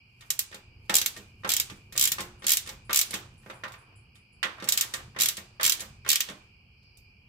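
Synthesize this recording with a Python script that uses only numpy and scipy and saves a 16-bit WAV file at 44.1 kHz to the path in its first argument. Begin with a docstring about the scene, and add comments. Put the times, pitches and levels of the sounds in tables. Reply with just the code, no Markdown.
"""Garage open to a summer day: a socket ratchet works a bolt under a vehicle.
Pawl clicks and socket knocks strike tuned resonators (wrench, steel frame) and shaped noise for
the dense overtones and garage tail. Rub, bright hiss, low rumble and air are noise in the same bands.
Insects outside are narrow flickering noise bands; a nearer one rasps in short buzzes."""
import sys
import numpy as np
from scipy import signal
from scipy.io import wavfile

SR = 44100
rng = np.random.default_rng(int(sys.argv[2]) if len(sys.argv) > 2 else 0)


def ratio(d):
    """dB to gain"""
    e = np.asarray(d, float) / 20
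    return 10 ** e


def materialize(psi):
    """Save the field psi as 16-bit PCM at rate SR to the path in sys.argv[1].

    A 1-D psi becomes a single channel; in a 2-D psi each row is a channel.
    """
    bounded = np.clip(np.atleast_2d(psi).T, -1, 1)
    quanta = np.round(bounded * 32767).astype(np.int16)
    wavfile.write(sys.argv[1], SR, quanta)


N = 321048

# bracket and frame modes around the bolt: hz, level_db (relative), t60_s
FRAME = [(198.4, -4, .25), (307.6, -9, 0.3), (355.5, -11, 0.59), (414, -6, 0.19), (487.2, -9.5, 0.25),
         (529.4, -2.5, 0.18), (611, -8.5, .25), (654.5, -9, 0.16), (843, -6, 0.24), (1066, -3.5, .22),
         (1185, -1, .22), (1189, -4.5, 0.11), (1330, -6, 0.15), (1413, -3.5, .15), (1578, -7, 0.23),
         (1793, -2, 0.071), (1850, 2.5, 0.12), (1960, -5, 0.12), (2183, 0.5, 0.08), (2440, -12, 0.071),
         (3130, -14.5, 0.082), (3700, -1.5, 0.11)]
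# correlation of left and right: hz, correlation
LIKENESS = [(60, .995), (130, .99), (290, .85), (640, .5), (1400, 0), (15000, .02)]


def in_time(rows, axis=1):
    """Table column interpolated at every sample."""
    rows = np.array(rows)
    return np.interp(np.arange(N) / SR, rows[:, 0], rows[:, axis])


def at_hz(rows, hz, axis=1):
    """Table column read on a log-frequency axis."""
    rows = np.array(rows)
    return np.interp(np.log(hz), np.log(rows[:, 0]), rows[:, axis])


def rms_one(x):
    """Scale to rms 1."""
    return x / np.sqrt(np.mean(x ** 2) + 1e-20)


def drift(rate_hz):
    """Random curve: normal values of spread 1, two per cycle of rate_hz, joined by lines."""
    count = int(N / SR * rate_hz * 2) + 2
    return np.interp(np.arange(N), np.linspace(0, N, count), rng.standard_normal(count))


def dying(x, t60_s):
    """Exponential decay after each impulse, 60 dB of amplitude in t60_s."""
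    return signal.lfilter([1], [1, -ratio(-60 / (t60_s * SR))], x + 1e-18)  # offset avoids denormals


def swell(x, rise_s):
    """Spread each impulse over a smooth bump of area 1."""
    window = np.hanning(int(rise_s * SR * 2) + 3)[1:-1]
    return signal.lfilter(window / window.sum(), [1], x)


def later(x, delay_s):
    """The same sound, delayed."""
    return np.pad(x, ((0, 0), (int(delay_s * SR), 0)))[:, :N]


def bandpass(x, low_hz, high_hz):
    """Butterworth band-pass."""
    return signal.sosfilt(signal.butter(2, [low_hz, high_hz], "band", fs=SR, output="sos"), x)


def resonance(x, hz, width_hz):
    """Band-pass run twice: flat top, steep skirts."""
    edges_hz = hz - width_hz / 2, hz + width_hz / 2
    return bandpass(bandpass(x, *edges_hz), *edges_hz)


def strikes(blows, hz, spread_db, signs=False):
    """Stereo impulse train, height of each blow read at this pitch; bass reaches both ears alike."""
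    rows, bands_hz = np.array(blows[0]), blows[1]
    level_db = [np.interp(np.log(hz), np.log(bands_hz), row[1:-1]) for row in rows]
    pan_db = np.outer([.5, -.5], rows[:, -1])
    chance = rng.standard_normal((len(rows), 3)).T
    alike = np.clip(at_hz(LIKENESS, hz), 0, 1)
    scatter = np.sqrt(alike) * chance[2] + np.sqrt(1 - alike) * chance[:2]
    heights = ratio(level_db + pan_db + spread_db * scatter)
    if signs and alike < .5:
        heights = heights * rng.choice([-1, 1], (len(rows), 2)).T
    train = np.zeros((2, N))
    train[:, (rows[:, 0] * SR).astype(int)] = heights
    return train


def ringing(blows, modes, level_db, spread_db, rise_s, rough=True):
    """Each blow is a short contact, rough or smooth, that drives two-pole modes at scattered strengths."""
    out = 0
    grit = rng.standard_normal(N) * np.sqrt(rise_s * SR) if rough else 1
    for hz, mode_db, t60_s in modes:
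        radius, angle = ratio(-60 / (t60_s * SR)), 2 * np.pi * hz / SR
        contact = swell(strikes(blows, hz, spread_db, signs=True), rise_s)
        push = grit * contact * ratio(level_db + mode_db)
        poles = [1, -2 * radius * np.cos(angle), radius ** 2]
        out = out + signal.lfilter([0, np.sin(angle)], poles, push + 1e-18)
    # high-pass at 0.7 of the lowest mode: nothing sounds far below it
    return signal.sosfilt(signal.butter(2, modes[0][0] * .7, "high", fs=SR, output="sos"), out)


def blow_pan(count):
    """Left minus right in dB for each blow, scattered around a lean to the right."""
    return -1.6 + 1.0 * rng.standard_normal(count)


def click_blows():
    """Pawl drops into teeth: rows of start_s, dB per band, pan_db; then the band centres."""
    # start_s, snap_db (relative)
    clicks = [(0.303, -15), (0.3904, -13.5), (0.9401, -14.5), (0.9524, -8), (0.965, -11), (0.983, -17),
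              (1.0138, -18.5), (1.0595, -15.5), (1.4905, -16.5), (1.5016, -19.5), (1.517, -17.0),
              (1.536, -17), (1.565, -15.5), (1.598, -14.5), (1.9759, -14), (1.9942, -14.5), (2.0103, -12),
              (2.024, -13), (2.038, -12.5), (2.053, -14), (2.073, -15.5), (2.1175, -15.5), (2.466, -14),
              (2.4805, -17), (2.4918, -14.0), (2.5038, -15), (2.5175, -9.5), (2.5333, -13), (2.569, -15),
              (2.9293, -16), (2.944, -17), (2.958, -12), (2.971, -12), (2.989, -9.5), (3.012, -14),
              (4.687, -12.5), (4.7211, -14), (4.774, -14.5), (4.809, -13), (5.1991, -21.5), (5.2074, -14.5),
              (5.2177, -12.5), (5.233, -15.5), (5.257, -15), (5.285, -14.5), (5.63, -15), (5.6405, -17.5),
              (5.6496, -15.0), (5.6622, -13), (5.6761, -18), (5.6945, -13), (5.72, -14.5), (6.0888, -13.5),
              (6.101, -14.5), (6.1146, -16), (6.1286, -15.5), (6.1557, -16.0), (6.204, -17.0)]
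    # wrench ring at 2-5 kHz as the grip changes: time_s, level_db (relative)
    click_ring = [(.3, -26.5), (1, -22.5), (1.55, -22.5), (2.05, -23.5), (2.5, -23), (3, -22.5),
                  (4.75, -21.5), (5.25, -22), (5.7, -21), (6.1, -18.5), (6.2, -19)]
    # band centres: hz
    bands_hz = [800, 3200, 9000]
    start_s, snap_db = np.transpose(clicks)
    snap_swing_db = snap_db - snap_db.mean()
    ring_db = np.interp(start_s, *np.transpose(click_ring)) + .2 * snap_swing_db
    # what a tooth passes to the frame in the bass
    bass_db = -49.5 + 4.0 * rng.standard_normal(len(start_s))
    return np.transpose([start_s, bass_db, ring_db, snap_db, blow_pan(len(start_s))]), bands_hz


def pawl(clicks):
    """Light scrape off the tooth tip, sharp snap, echo off the floor; wrench and frame ring on."""
    # broad, brief snap of the pawl tip: hz, level_db (relative), t60_s
    snap_modes = [(2410, -5, 0.025), (3270, -14.5, 0.003), (5900, -7, 0.0064), (7294, -1.5, 0.0089),
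                  (11950, -7.5, 0.019), (14940, -3, 0.0041)]
    # wrench head: hz, level_db (relative), t60_s
    wrench_modes = [(2210, -1, .08), (2770, -6, .07), (3280, -1, .07), (3880, -1, .07), (4430, -5, .06),
                    (4900, -6, .05), (5290, -5, .06), (6090, -5, .05), (6780, -6, .03), (7260, 1, .035),
                    (7880, -3, .035), (11600, -3, .018), (12800, -7, .025)]
    tip = ringing(clicks, snap_modes, level_db=-6, spread_db=1.0, rise_s=.001)
    snap = ringing(clicks, snap_modes, level_db=1, spread_db=1.5, rise_s=0, rough=False)
    snap = later(snap, .0018)
    floor_echo = ratio(-10) * later(snap[::-1], .0056)  # ears swapped
    wrench = ringing(clicks, wrench_modes, level_db=-9, spread_db=2.5, rise_s=.0011)
    frame = ringing(clicks, FRAME, level_db=-11.5, spread_db=2.5, rise_s=.0001, rough=False)
    return tip + snap + floor_echo + wrench + frame


def knock_blows():
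    """Socket and handle touch bolt and bracket: rows as for the pawl; harder contacts tilt to treble."""
    # start_s, level_db (at 3.5 kHz, relative), tilt_db_per_octave, thud_db (relative)
    knocks = [(0.208, -46.5, 3, -67.5), (0.2216, -50.5, -2.5, -64.5), (0.5138, -48, 2, -48.5),
              (0.5259, -41.5, -4, -83.5), (.5435, -37, 4, -41), (0.8951, -20, 0, -27.5),
              (1.1638, -37.5, 2, -55), (1.1723, -42, 6, -36.5), (1.4344, -46, -9, -53),
              (1.4461, -30, -6, -32.5), (1.475, -41, 6.5, -40), (1.6985, -37, 2, -50),
              (1.7126, -61, 9, -34.5), (1.9233, -38.5, 5, -55.5), (1.9534, -39, -1.5, -43),
              (1.9619, -34, 5, -51.5), (2.1833, -32, -4, -44), (2.1942, -33, -2, -33.5),
              (2.2045, -31, 8, -55), (2.2422, -50, 4, -42.5), (2.421, -45, -3, -51.5),
              (2.431, -46, 2, -54.5), (2.4415, -35, 1, -40.5), (2.661, -41, 3.5, -65), (2.673, -34, 3, -46),
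              (2.69, -32.5, 3.5, -48.5), (2.722, -53, 9.5, -47.5), (2.8947, -33, -6.5, -38),
              (2.9065, -29, -2, -48.5), (3.1069, -34, 9.5, -42.5), (3.1319, -34, -4, -53),
              (3.1389, -25, 5.5, -34), (3.3393, -68, 5, -61), (3.4315, -61, -6, -71),
              (3.4612, -52, -9, -41.5), (3.4989, -39, -5.5, -42.5), (3.529, -59, -4, -53),
              (3.636, -32.5, -5, -43), (3.6513, -50, -14, -46), (3.6794, -45, 3, -50),
              (3.7197, -46.5, 5.5, -59), (3.7385, -45.5, -4.5, -58.5), (4.1542, -53, 1.5, -88),
              (4.4288, -20.5, -3.5, -63.5), (4.4435, -31.5, -2, -36), (4.5836, -52.5, -12, -52),
              (4.5995, -40, -4, -62), (4.6229, -35.5, -2, -33.5), (4.641, -36.5, 5.5, -54),
              (4.6738, -35, -1, -63), (4.7355, -30.5, 6, -49), (4.7833, -28, 3, -67), (4.828, -36, -1, -70),
              (4.9374, -24.5, 3.5, -44), (5.1476, -57, -10, -65), (5.1625, -37.5, -6.5, -42),
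              (5.1874, -26, 4, -48), (5.3684, -33.5, 8, -48), (5.3791, -37.5, 0, -40.5),
              (5.5972, -34.5, -9.5, -45), (5.6094, -27.5, 0, -50), (5.7944, -36, 5, -73),
              (5.8042, -32.5, 8.5, -51), (5.818, -45.5, -7.5, -44), (6.0476, -44.5, -6, -67),
              (6.0621, -35.5, -4.5, -40), (6.0768, -34, 3, -60), (6.2865, -36, 0, -38.5),
              (6.2965, -37, 2.5, -38), (6.8285, -70, 5, -69), (6.971, -61, 15, -68)]
    # band centres, thud first: hz
    bands_hz = [330, 1300, 3500, 9000]
    start_s, level_db, tilt, thud_db = np.transpose(knocks)
    octaves = np.log2(np.divide(bands_hz[1:], bands_hz[2]))[:, None]
    clank_db = level_db + tilt * octaves - 3.0 * octaves ** 2  # droop either side of 3.5 kHz
    return np.transpose([start_s, thud_db, *clank_db, blow_pan(len(start_s))]), bands_hz


def socket(knocks):
    """Knocks ring the frame: light modes almost at once, heavy ones by a softer push."""
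    thud_top_hz = 330
    light = [mode for mode in FRAME if mode[0] > thud_top_hz]
    heavy = [mode for mode in FRAME if mode[0] <= thud_top_hz]
    clank = ringing(knocks, light, level_db=-7.5, spread_db=3.0, rise_s=.0001, rough=False)
    thud = ringing(knocks, heavy, level_db=-5.0, spread_db=2.0, rise_s=.0015, rough=False)
    return clank + thud


def wash(blows, table, hz, crack_db, crack_t60_s, rise_s, spread_db):
    """Power envelope at one pitch: crack, fluttering steel decay, garage tail that builds and dies."""
    # garage tail: hz, level_db (relative), t60_s
    garage = [(211.8, -9.5, 0.21), (820, -4.5, 0.44), (2955, -9, 0.39), (8040, -16, 0.4),
              (14500, -30.5, 0.16)]
    power = swell(strikes(blows, hz, spread_db) ** 2, rise_s)
    # t60 halved throughout: these are powers
    crack = ratio(2 * crack_db) * dying(power, crack_t60_s / 2)
    steel_db = at_hz(table, hz) + 1.5 * drift(60)
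    steel = ratio(2 * steel_db) * dying(power, at_hz(table, hz, axis=2) / 2)
    late = signal.lfilter([.002], [1, -.998], dying(power, at_hz(garage, hz, axis=2) / 2))
    return crack + steel + ratio(2 * at_hz(garage, hz)) * late


def steel_power(clicks, knocks, hz):
    """Power at one pitch of the steel's dense overtones, too close to tell apart."""
    # after clicks: hz, level_db (relative), t60_s
    click_wash = [(198, -38, 0.17), (503.3, -16, 0.23), (1201, -4.5, 0.2), (2500, 4.5, 0.14),
                  (3870, 5, 0.094), (7550, 3, 0.11), (10280, -9, 0.095), (11500, 2.5, 0.17),
                  (15500, -1.5, 0.048)]
    # after knocks: hz, level_db (relative), t60_s
    knock_wash = [(200, -12.5, 0.23), (533, -11, 0.1), (1300, 0, 0.32), (2600, 3.5, 0.16), (4140, 4, 0.083),
                  (7560, 3, 0.12), (10000, 4, 0.023), (11870, -2, 0.23), (15000, -7, 0.075)]
    click = wash(clicks, click_wash, hz, crack_db=10, crack_t60_s=.01, rise_s=.002, spread_db=1.0)
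    knock = wash(knocks, knock_wash, hz, crack_db=-4.5, crack_t60_s=.029, rise_s=.0012, spread_db=1.5)
    return ratio(2 * -16) * click + ratio(2 * -13) * knock


def rub_and_hiss():
    """Grainy powers: the rub holds for the turn; the hiss dies away, often after a stroke's last click."""
    # socket turns or shifts on the bolt: start_s, length_s, rub_db (relative), hiss_db (relative)
    turns = np.array([(.27, .2, -62, -65), (1.06, 0.1, -53, -50), (1.6, 0.078, -53, -51),
                      (2.09, 0.37, -58, -55), (2.55, 0.19, -54, -59.5), (3.08, 0.18, -52.5, -57),
                      (3.5, 0.13, -55, -61.5), (3.75, 0.2, -57.5, -73), (4.55, 0.13, -48.5, -66),
                      (4.83, 0.19, -48.5, -48), (5.33, 0.32, -64, -72), (5.75, 0.068, -50, -62),
                      (6.23, 0.14, -55, -60)])
    since_s = np.arange(N) / SR - turns[:, :1]
    length_s, rub_db, hiss_db = turns.T[1:, :, None]
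    rise_db = 119 * np.minimum(since_s, 0)  # slopes in dB per s
    rub_db = rub_db + rise_db - 112 * np.maximum(since_s - length_s, 0)
    hiss_db = hiss_db + rise_db - 96 * np.maximum(since_s, 0)
    grain_db = 2.0 * drift(28) + 2.0 * drift(110)
    return ratio(2 * (rub_db.max(axis=0) + grain_db)), ratio(2 * (hiss_db.max(axis=0) + grain_db))


def rub_and_hiss_power(rub, hiss, hz, width_hz):
    """Power in one band: dull rub plus bright hiss."""
    # hz, level_db_per_hz (relative)
    rub_colour = [(150, -13.5), (220, -12.5), (350, -8), (600, -14), (1200, -7), (3000, -28), (8000, -40),
                  (15000, -46.5)]
    # hz, level_db_per_hz (relative)
    hiss_colour = [(1500, -9), (3500, 0), (7000, 2), (10000, -1), (15000, -3.5)]
    dull = rub * width_hz * ratio(2 * (at_hz(rub_colour, hz) - 28.5)) * (hz > rub_colour[0][0])
    bright = hiss * width_hz * ratio(2 * (at_hz(hiss_colour, hz) - 41.5))
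    return dull + bright * (hz > hiss_colour[0][0])


def rumble():
    """Power curve of the low rumble, which lurches at random around its set level."""
    # higher while the vehicle is being worked on: time_s, level_db (relative)
    levels = [(0, -59.5), (.5, -61.5), (.9, -53.5), (1.6, -56.5), (1.8, -53), (2.5, -53), (3.2, -54),
              (3.5, -58.5), (4.9, -60.5), (5.07, -54.5), (5.3, -59.5), (5.75, -56.5), (5.92, -53),
              (6.1, -59), (7.28, -60)]
    return ratio(2 * (in_time(levels) + 2 * drift(5.0)))


def rumble_power(surge, hz, width_hz):
    """Power of the rumble in one band, with a slow drift of its own."""
    # hz, level_db_per_hz (relative)
    colour = [(15, -37), (25, -7.5), (128, 1), (162, -16), (202, -9), (261, -31), (370, -17.5), (406, -22),
              (596, -34), (830, -27.5), (2000, -39.5), (2600, -70), (4400, -120)]
    band_db = at_hz(colour, hz) - 19.5 + 1.0 * drift(1)
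    return surge * width_hz * ratio(2 * band_db) * (hz < colour[-1][0])


def air_power(hz, width_hz):
    """Power of the steady air noise in one band."""
    # hz, level_db_per_hz (relative)
    colour = [(1500, 5.5), (2200, -3.5), (3600, -14.5), (6200, -11.5), (9000, -7), (11000, -22),
              (13000, -7.5), (16000, -12)]
    return width_hz * ratio(2 * (at_hz(colour, hz) - 116.5))


def noise_bands():
    """Yield hz, width_hz and rms 1 stereo noise, correlated between ears as LIKENESS sets."""
    edges_hz = 25 * 2 ** np.arange(0, 9.6, .4)
    white = rng.standard_normal((2, 2, N))
    for k, (low_hz, high_hz) in enumerate(zip(edges_hz, edges_hz[1:])):
        mid, side = bandpass(white[k % 2], low_hz, high_hz)  # neighbours use different noise
        hz = np.sqrt(low_hz * high_hz)
        alike = np.clip(at_hz(LIKENESS, hz), -1, 1)
        noise = np.sqrt(1 + alike) * mid + np.sqrt(1 - alike) * side * [[1], [-1]]
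        yield hz, high_hz - low_hz, rms_one(noise)


def noisy_parts(clicks, knocks):
    """Dense steel ringing, rub, hiss, rumble and air: powers add in one bank of noise bands."""
    out, surge = 0, rumble()
    rub, hiss = rub_and_hiss()
    for hz, width_hz, noise in noise_bands():
        power = rumble_power(surge, hz, width_hz)
        if hz > 150:  # only rumble below
            power = power + rub_and_hiss_power(rub, hiss, hz, width_hz)
            power = power + air_power(hz, width_hz)
            power = power + steel_power(clicks, knocks, hz)
        out = out + np.sqrt(power) * noise
    return out * ratio([[-.4], [.4]])


def insects():
    """Many singers blur into narrow, flickering bands of noise."""
    # hz, width_hz, level_db (relative)
    singers = [(2420, 300, 0), (2830, 380, -5), (3130, 300, -14), (2200, 200, -17), (4270, 160, -8),
               (4840, 220, 0), (4600, 900, -5), (5350, 700, -8)]
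    # swell of the chorus: time_s, drone_db (relative), whine_db (relative)
    chorus = [(0, -64, -75), (1.3, -64, -75.5), (3.3, -66, -76.5), (4.3, -64.5, -75.5), (5.5, -65.5, -71),
              (6.5, -64, -74), (6.7, -64.5, -78.5), (6.85, -66.5, -68), (7.05, -66.5, -72.5),
              (7.28, -65, -80)]
    out = 0
    for hz, width_hz, level_db in singers:
        band = rms_one(resonance(rng.standard_normal((2, N)), hz, width_hz))
        chorus_db = in_time(chorus, axis=1 if hz < 4000 else 2)
        out = out + ratio(level_db + 1.5 * drift(3.4) + chorus_db) * band
    return out * ratio([[-.8], [.8]])


def rasps():
    """One nearer insect: short dry buzzes of noise in two high bands."""
    # start_s, level_db (relative)
    buzzes = np.array([(2.39, -56), (2.845, -58.5), (3.374, -58), (3.535, -55), (3.778, -58),
                       (3.955, -57.5), (4.146, -58.5), (4.322, -64)])
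    # hz, width_hz, level_db (relative)
    bands = [(7590, 940, -2), (9600, 2000, 4)]
    starts = np.zeros(N)
    starts[(buzzes[:, 0] * SR).astype(int)] = ratio(buzzes[:, 1] - 9)
    envelope = signal.lfilter([.004], [1, -.996], dying(starts, 0.26))
    noise = rng.standard_normal((2, N))
    buzz = sum(ratio(db) * rms_one(resonance(noise, hz, width_hz)) for hz, width_hz, db in bands)
    return envelope * buzz


def scene():
    """Wrench, frame and surroundings."""
    clicks, knocks = click_blows(), knock_blows()
    return pawl(clicks) + socket(knocks) + noisy_parts(clicks, knocks) + insects() + rasps()


def band_limit(x):
    """A steep low-pass at the top of the band."""
    return signal.sosfilt(signal.butter(12, 16810, fs=SR, output="sos"), x)


def record(dry):
    """Peaks are rounded, then a steep low-pass cuts the top (50 dB down at 16.7 kHz)."""
    rounded = .9 * np.tanh(dry / .9)
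    mix = signal.sosfilt(signal.cheby2(10, 50, 16700, fs=SR, output="sos"), rounded)
    return band_limit(mix)


dry = scene()
out = record(dry)
materialize(out)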